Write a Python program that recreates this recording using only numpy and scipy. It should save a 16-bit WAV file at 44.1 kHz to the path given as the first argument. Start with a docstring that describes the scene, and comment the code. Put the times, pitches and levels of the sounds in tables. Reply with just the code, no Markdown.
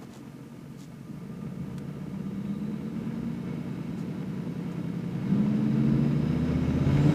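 """Inside a truck's cab, one microphone, a turbo diesel V8 just beyond the bulkhead.
At first it idles: a ragged exhaust, injection clatter through the panels, a hand rustling close by.
From 0.65 s the pedal goes down: the uneven exhaust burbles, the bulkhead growls under load, and the
firing harmonics boom as they sweep through the cab's resonances. Loose trim buzzes and knocks.
Two more pushes, at 5.2 s and 6.9 s, take the revs higher, and the turbo's hiss and whistle climb on."""
import sys
import numpy as np
from scipy.fft import rfft, irfft, dct, next_fast_len
from scipy.io import wavfile
from scipy.ndimage import uniform_filter1d, map_coordinates

SR = 44100
rng = np.random.default_rng(int(sys.argv[2]) if len(sys.argv) > 2 else 0)


def int16_out(signal):
    """Quantize to a 16-bit WAV file."""
    q = np.round(np.clip(np.atleast_2d(signal).T, -1, 1) * 32767)
    wavfile.write(sys.argv[1], SR, q.astype(np.int16))


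N = 314874

# resonances of the cab's panels: f/Hz, width/Hz, level/dB
PANEL_MODES = [(596, 12, -3.5), (884, 36, 0.5), (942, 15, -0.5), (993, 22, 1.5), (1323, 15, 1),
               (1654, 14, -6.5), (1960, 16, -8), (2192, 27, -1.5), (2270, 22, -6), (2630, 22, -7),
               (2816, 40, -10), (3110, 21, -10)]
# resonances of the intake duct: f/Hz, width/Hz, level/dB
DUCT_MODES = [(3810, 57, 10.5), (3990, 44, 7), (5090, 110, 2.5)]


def amp(db):
    """Decibels to gain."""
    return 10 ** (np.asarray(db) / 20)


def unit(x):
    """Scale to rms 1."""
    return x / np.sqrt(np.mean(x ** 2) + 1e-20)


def along(points, hz):
    """Gain of (f/Hz, level/dB) points, read on a log axis."""
    f, db = np.transpose(points)
    return amp(np.interp(np.log(hz + 1), np.log(f + 1), db))


def response(spectrum, peaks, hz):
    """Gain of a smooth spectrum with resonances on top."""
    power = along(spectrum, hz) ** 2
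    for centre, width, db in peaks:
        power = power + amp(db) ** 2 / (1 + ((hz - centre) / width) ** 2) ** 2
    return np.sqrt(power)


def coloured(x, spectrum, peaks=()):
    """x through a smooth spectrum with resonances on top, at rms 1."""
    size = next_fast_len(N + 8192)
    gain = response(spectrum, peaks, np.fft.rfftfreq(size, 1 / SR))
    return unit(irfft(rfft(x, size) * gain, size)[:N])


def curve(points):
    """One value a sample from (t/s, value) points."""
    return np.interp(np.arange(N) / SR, *np.transpose(points))


def swell(centre_s, half_s):
    """A bell-shaped envelope of height 1."""
    return np.exp(-.5 * ((np.arange(N) / SR - centre_s) / half_s) ** 2)


def strike(start_s, db, t60):
    """An envelope that jumps to db and falls 60 dB every t60 seconds."""
    age = np.arange(N) / SR - start_s
    return (age >= 0) * amp(db - 60 * np.abs(age) / t60)


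def noise():
    """Fresh white noise."""
    return rng.standard_normal(N)


def wobble(rate):
    """A smooth random curve, rate knots a second."""
    steps = np.arange(0, N + 64, 64)
    knots = rng.standard_normal(int(N * rate / SR) + 4)
    return np.interp(np.arange(N), steps, map_coordinates(knots, [steps * rate / SR]))


def tone(cycles, drift):
    """A sine of rms 1 whose phase wanders by about drift radians."""
    return np.sqrt(2) * np.sin(2 * np.pi * (cycles + rng.random()) + drift * wobble(5))


def puffs(cycles, decay, scatter_db, cylinder_db):
    """A burst at each firing; every cylinder has its own strength, and no two bursts are alike."""
    firing = 8 * cycles
    index = firing.astype(int)
    cylinders = np.resize(rng.standard_normal(size=8), index.max() + 1)
    strength = amp(cylinder_db * cylinders + scatter_db * rng.standard_normal(len(cylinders)))
    return unit(strength[index] * np.exp(-(firing % 1) / decay))


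def hand(click_s=1.781, click_db=-43.5, grain_db=3.5):
    """Close to the microphone: a hand's grainy rustles, some with a dull scrape, and one plastic click."""
    # rustles: t/s, half length/s, hiss level/dB, scrape level/dB
    rustles = [(0.03, 0.013, -58, -50), (0.154, 0.029, -56.8, -55), (0.27, 0.014, -68, -57),
               (0.822, 0.032, -58, -65), (4.0, .018, -58.5, -57), (4.724, 0.0077, -61, -58),
               (7.078, .004, -54, -58)]
    # spectra of the skin's hiss, the scrape and the click: f/Hz, level/dB
    skin_spectrum = [(800, -16), (2000, 0), (3500, 5), (5300, 4.5), (7000, 5.5), (8500, -2), (10000, -4),
                     (15000, -11)]
    scrape_spectrum = [(100, -25), (400, 4), (1100, 1.5), (2500, -11), (6000, -36), (15000, -70)]
    click_spectrum = [(1500, 4.5), (3000, -2), (3800, 2), (4800, -4), (8000, -3.5), (15000, -15.5)]
    hiss = coloured(noise() * amp(grain_db * wobble(400)), skin_spectrum)
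    scrape = coloured(noise(), scrape_spectrum)
    rustle = sum(swell(s, half) * (amp(hiss_db) * hiss + amp(scrape_db) * scrape)
                 for s, half, hiss_db, scrape_db in rustles)
    return rustle + strike(click_s, click_db, t60=.04) * coloured(noise(), click_spectrum)


def knocks():
    """Now and then something loose in the dash knocks and rings the panels."""
    # knocks: t/s, level/dB
    blows = [(2.45, -50), (4.226, -47), (5.15, -48), (6.11, -46), (6.914, -44), (6.972, -38)]
    # spectrum of a knock: f/Hz, level/dB
    spectrum = [(400, -10), (900, 0), (1400, 0), (2400, -1), (3300, -9), (5000, -22), (9000, -36),
                (15000, -50)]
    envelope = sum(strike(s, db, t60=.06) for s, db in blows)
    return envelope * coloured(noise(), spectrum, PANEL_MODES)


def chatter():
    """A thin panel chatters briefly on one resonance."""
    # fits of chatter: t/s, half length/s, level/dB
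    fits = [(3.49, .02, -60), (3.545, .012, -58), (6.553, .008, -52), (6.697, .008, -52), (6.83, .008, -53),
            (6.975, .012, -49)]
    # the panel's resonance: f/Hz, width/Hz, level/dB
    mode = [(2200, 60, -6)]
    envelope = sum(amp(db) * swell(s, half) for s, half, db in fits)
    return envelope * coloured(noise(), [(2200, -70)], mode)


def trim():
    """A loose trim piece buzzes on one narrow resonance."""
    # course of the buzz: t/s, level/dB
    levels = [(0, -71.5), (1.3, -66), (2.4, -62.5), (4, -68), (7.1, -60.5)]
    # the piece's resonance: f/Hz, width/Hz, level/dB
    mode = [(1205, 17.6, -6)]
    return amp(curve(levels)) * coloured(noise(), [(1200, -82)], mode)


def shudder(revs, boost, jolt_db, idle_db=-71.5, octave_db=4.8, boost_db=14, climb_db=6.5, lumps_db=3):
    """The floor shudders in lumps, harder with speed and boost and while the engine speed climbs."""
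    # spectrum of the floor: f/Hz, level/dB
    spectrum = [(10, -24), (22, -11.5), (40, -4.5), (58, 1.5), (78, -5), (130, -42), (400, -120)]
    octaves_per_s = np.gradient(uniform_filter1d(revs, size=SR // 4)) * SR
    climbing = np.clip(octaves_per_s / .19, 0, 1)
    level_db = idle_db + octave_db * revs + boost_db * boost + climb_db * climbing + jolt_db
    return amp(level_db) * coloured(noise() * amp(lumps_db * wobble(20)), spectrum)


def intake(revs, boost, whistle_hz, base_db=-76, octave_db=12, boost_db=3.2,
           spooled_hz=3600, unspooled_db=-9):
    """Air rushes through the intake duct, rising with speed and boost and as the turbo spools up."""
    # spectrum of the rush: f/Hz, level/dB
    spectrum = [(1000, -30), (2500, 6.5), (4000, -0.5), (5500, -3), (7000, -6.5), (9000, -13.5),
                (12000, -16.5), (15000, -22)]
    spool_db = np.interp(whistle_hz, [whistle_hz.min(), spooled_hz], [unspooled_db, 0])
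    level_db = base_db + octave_db * revs + boost_db * boost + spool_db
    return amp(level_db) * coloured(noise(), spectrum, DUCT_MODES)


def turbo(whistle_hz, revs, boost, idle_db=-97.5, octave_db=18, boost_db=2.3,
          ring_db=-86.5, ring_octave_db=8.5):
    """The compressor's breathy whistle grows with speed and boost and rings the duct's resonances."""
    # slow noise widens the whistle into a band
    flutter = coloured(noise(), [(10, 0), (150, 0), (400, -9), (1100, -28), (4000, -90)])
    whistle = flutter * tone(np.cumsum(whistle_hz) / SR, drift=0)
    ring = coloured(whistle, [(1000, -40)], DUCT_MODES)
    whistle_db = idle_db + octave_db * revs + boost_db * boost
    return amp(whistle_db) * whistle + amp(ring_db + ring_octave_db * revs) * ring


def snarl(cycles, revs, load, base_db=-61.5, octave_db=8, off_load_db=-12):
    """Under load the block repeats one vibration every cycle: a pitched snarl of dense high harmonics."""
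    # the block as heard in the cab: f/Hz, level/dB
    spectrum = [(250, -40), (420, 6), (540, 4), (700, -2), (1100, -1), (1600, -6), (3000, -22), (6000, -60)]
    one_cycle = rng.standard_normal(size=256)
    vibration = map_coordinates(one_cycle, [cycles % 1 * len(one_cycle)], order=1, mode="grid-wrap")
    level_db = base_db + octave_db * revs + off_load_db * (1 - load)
    return amp(level_db) * coloured(vibration, spectrum, PANEL_MODES)


def clatter(cycles, revs, boost, idle_db=-58.4, octave_db=7.9, boost_db=1.7, surge_db=.65, smear=2.8):
    """Each injection knocks, louder with speed and boost; bulkhead and panels smear it into clatter."""
    # the injections as heard in the cab: f/Hz, level/dB
    spectrum = [(150, -42), (470, -6), (600, 5), (760, -2), (1050, -5.5), (1400, -4), (1900, -7.5),
                (2900, -12.5), (3400, -18.5), (5000, -24), (9000, -41), (15000, -67)]
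    injections = smear + puffs(cycles, decay=.65, scatter_db=3.3, cylinder_db=1.8)
    level_db = idle_db + octave_db * revs + boost_db * boost + surge_db * wobble(12)
    return amp(level_db) * coloured(noise() * injections, spectrum, PANEL_MODES)


def growl(cycles, revs, load, base_db=-53.2, octave_db=4.8, slack_db=-20, settled_load=.3):
    """Once the engine pulls, its firings set the bulkhead growling in the low middle."""
    # the bulkhead's response: f/Hz, level/dB
    spectrum = [(150, -50), (260, -12), (300, -10), (350, -1), (385, -1.5), (410, -6), (460, 0), (490, -3),
                (540, -18), (1200, -70)]
    slack = np.clip(1 - load / settled_load, 0, 1)
    firings = noise() * puffs(cycles, decay=.6, scatter_db=1.5, cylinder_db=1.5)
    return amp(base_db + octave_db * revs + slack_db * slack) * coloured(firings, spectrum)


def rumble(cycles, revs, boost, slack, base_db=-46.8, octave_db=4.8, boost_db=5.8, slack_db=3.3):
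    """Unequal firings leave the exhaust as a ragged rumble that grows with speed and boost."""
    # the rumble as heard in the cab: f/Hz, level/dB
    spectrum = [(45, -30), (78, -11), (105, -18), (124, -2), (140, 2), (168, -2), (205, -2), (238, 2),
                (264, -4), (290, -1.5), (335, -11), (370, -12), (405, -16), (460, -10), (540, -22),
                (1500, -100)]
    firings = noise() * puffs(cycles, decay=.7, scatter_db=1.2, cylinder_db=1)
    level_db = base_db + octave_db * revs + boost_db * boost + slack_db * slack
    return amp(level_db) * coloured(firings, spectrum)


def burble(cycle_hz, cycles, revs, load, slack, base_db=-51.5, octave_db=7.4,
           loaded_db=3.6, slack_db=-13, waver_db=1.6):
    """The unevenly firing banks make weaker harmonics that beat together; their mix shifts with load."""
    # harmonics: multiple of the engine cycle, light-load level/dB, heavy-load level/dB
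    harmonics = [(6.0, -1.1, -8.2), (7.0, 0.1, -4.0), (9.0, 1.5, 0.5), (11.0, 6.9, -3.1),
                 (12.0, -7.8, -0.3), (13.0, 3.6, 2.1), (14.0, -3.8, 1.0), (15.0, -1.4, 2.9),
                 (17.0, -1.9, 1.8), (18.0, 0.9, 1.9), (19.0, 4.2, 0.8), (20.0, 0.7, 2.6), (21.0, 0.8, 4.5),
                 (22.0, -1.1, 5.3), (23.0, 0.8, -2.1), (25.0, 0.7, 3.6), (26.0, 5.6, 4.6),
                 (27.0, -0.1, 2.3), (28.0, -0.6, -1.4), (29.0, 0.6, 1.0), (30.0, 1.5, 4.1),
                 (31.0, -1.9, -1.7), (32.0, 3.7, 0.5), (33.0, 0.2, -2.6), (34.0, 1.3, -0.8),
                 (35.0, -2.7, 2.6), (36.0, 1.1, -5.8), (37.0, -3.5, -1.5), (38.0, -4.0, -3.9),
                 (39.0, -7.0, -4.0), (40.0, 2.4, -2.7)]
    # the exhaust's path into the cab: f/Hz, level/dB
    path = [(45.0, -31.0), (62.0, -24.3), (80.0, -13.6), (92.0, -14.3), (105.0, -24.5), (122.0, -6.5),
            (142.0, 0.0), (160.0, -2.8), (180.0, -1.3), (205.0, -3.7), (240.0, -9.4), (265.0, -15.6),
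            (290.0, -6.5), (335.0, -18.1), (370.0, -16.2), (405.0, -22.0), (460.0, -19.0), (540.0, -24.3),
            (750.0, -23.8)]
    heavy = np.clip((load - .45) / .4, 0, 1)
    wave = np.zeros(N)
    for order, light_db, heavy_db in harmonics:
        level_db = light_db + (heavy_db - light_db) * heavy + waver_db * wobble(3)
        wave += amp(level_db) * along(path, order * cycle_hz) * tone(order * cycles, drift=.15)
    return amp(base_db + octave_db * revs + loaded_db * heavy + slack_db * slack) * wave


def exhaust(cycle_hz, cycles, revs, load, boost, settled_load=.26):
    """At idle the exhaust is a ragged rumble; under load a regular burble takes over."""
    slack = np.clip(1 - load / settled_load, 0, 1)
    return rumble(cycles, revs, boost, slack) + burble(cycle_hz, cycles, revs, load, slack)


def boom(firing_hz, cycles, load, waver_db=1.3, fade_octave_db=80):
    """Strong harmonics boom, each in its range of speed, and swell on the cab's resonances;
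    the lower four grow with load, the highest recedes."""
    # harmonics: multiple of the engine cycle, full-load level/dB, change off load/dB,
    # firing rate when fully grown/Hz, growth up to there/(dB an octave), firing rate where it fades/Hz
    harmonics = [(5, -32, -9, 127, 35, 150), (8, -22.5, -20, 133, 38, 152), (10, -25, -19, 109, 37, 124),
                 (16, -26, -10.5, 87, 44, 150), (24, -44, 14, 63.5, 75, 78.5)]
    # the cab's resonances: f/Hz, width/Hz, level/dB
    cab_modes = [(84.5, 12.3, -2), (144.5, 14, -1.5), (170, 10.6, -3.5), (202, 13, 1.8), (223, 13, -1),
                 (250.4, 14, -6.5), (297.4, 10.7, -1.5)]
    # the cab's response between them: f/Hz, level/dB
    cab_spectrum = [(40, -21), (75, -22), (108, -30), (180, -19.5), (272, -17), (340, -10), (480, -12)]
    wave = np.zeros(N)
    for order, db, off_load_db, grown_hz, octave_db, fade_hz in harmonics:
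        level_db = db + off_load_db * (1 - load)
        level_db += octave_db * np.minimum(np.log2(firing_hz / grown_hz), 0)
        level_db -= fade_octave_db * np.maximum(np.log2(firing_hz / fade_hz), 0)
        cab = response(cab_spectrum, cab_modes, order * firing_hz / 8)
        wave += amp(level_db + waver_db * wobble(22)) * cab * tone(order * cycles, drift=.12)
    return wave


def throb(cycles, boost, throb_db=.7, bank_db=4, rough_db=1.8):
    """The engine's gain swells once a cycle; under boost the banks thump in turn and it roughens."""
    cycle_swing = throb_db * np.sin(2 * np.pi * cycles)
    bank_swing = np.minimum(boost, .5) * bank_db * np.sin(2 * np.pi * 2 * cycles)
    return amp(cycle_swing + bank_swing + rough_db * boost * wobble(70))


def chugs():
    """The engine chugs as it takes up load and jolts the floor: level changes of both, in dB."""
    # chugs: t/s, half length/s, exhaust change/dB, shudder change/dB
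    jolts = [(1.469, .016, 4, 3), (1.613, 0.017, 3.5, 4), (2.5, 0.035, 0.5, 8), (3.01, .035, 2, 5),
             (4.02, .025, 0, 7), (5.34, .06, 4, 7), (5.94, 0.071, 2.5, 9), (6.99, .04, 2, 5),
             (7.1, .05, 4, -3)]
    return sum(np.outer([exhaust_db, floor_db], swell(s, half))
               for s, half, exhaust_db, floor_db in jolts)


def pedal():
    """Each push adds load and steps up the level of clatter, snarl and intake."""
    # pushes: t/s, rise/s, added load/0-1, level step/dB
    pushes = [(0.65, .95, 0.42, 0), (5.22, .08, .48, .5), (6.86, 0.06, 0.11, 1.9)]
    t = np.arange(N) / SR
    load, step_db = np.zeros(N), np.zeros(N)
    for start, rise, added, db in pushes:
        pressed = np.clip((t - start) / rise, 0, 1)
        load += added * pressed
        step_db += db * pressed
    return load, step_db


def scene(idle_firing_hz=44.8, boost_from_hz=4200, wander_cycles=.0035):
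    """The cab at the microphone: speed, pedal and turbo drive the engine, with small noises close by."""
    # engine speed: t/s, firing rate/Hz
    engine_speed = [(0.0, 43.8), (0.8, 45.0), (1.2, 49.1), (1.7, 57.8), (2.1, 63.5), (2.5, 67.2),
                    (3.1, 75.3), (3.5, 78.9), (4.1, 81.9), (4.6, 83.7), (5.05, 85.4), (5.19, 90.0),
                    (5.3, 98.3), (5.45, 104.5), (5.7, 108.5), (6.0, 112.8), (6.3, 121.2), (6.55, 125.8),
                    (6.82, 129.0), (6.97, 142.2), (7.14, 152.2)]
    # turbo speed: t/s, whistle f/Hz
    turbo_speed = [(0, 2470), (1.4, 2685), (2.3, 3330), (2.62, 3990), (2.95, 4430), (5.2, 4501), (6, 4800),
                   (6.4, 5200), (6.72, 5919), (6.97, 7000), (7.14, 7960)]
    firing_hz, whistle_hz = curve(engine_speed), curve(turbo_speed)
    load, step_db = pedal()
    chug_db, jolt_db = chugs()
    cycle_hz = firing_hz / 8  # eight firings make a cycle
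    # the crankshaft runs slightly ahead and behind, which blurs the high harmonics
    cycles = np.cumsum(cycle_hz) / SR + wander_cycles * wobble(14)
    revs = np.log2(firing_hz / idle_firing_hz)  # octaves above idle
    boost = np.maximum(np.log2(whistle_hz / boost_from_hz), 0)  # octaves of turbo speed
    body = boom(firing_hz, cycles, load) + growl(cycles, revs, load)
    body += amp(chug_db) * exhaust(cycle_hz, cycles, revs, load, boost)
    engine = throb(cycles, boost) * body
    engine += amp(step_db) * (clatter(cycles, revs, boost) + snarl(cycles, revs, load))
    air = amp(step_db) * intake(revs, boost, whistle_hz) + turbo(whistle_hz, revs, boost)
    cab = shudder(revs, boost, jolt_db) + trim() + chatter() + knocks()
    return (engine + air + cab + hand())[None]


def record(dry, hiss_db=-64.5, top_hz=15330):
    """The microphone adds its hiss; nothing passes above the band limit."""
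    # microphone hiss: f/Hz, level/dB
    spectrum = [(100, -2), (2000, 3.5), (6000, 3), (10000, -1), (15000, -3.5)]
    sound = dry + amp(hiss_db) * coloured(noise(), spectrum)
    passed = np.arange(N) * SR / (2 * N) < top_hz
    return dct(dct(sound, norm="ortho") * passed, type=3, norm="ortho")


dry = scene()
out = record(dry)
int16_out(out)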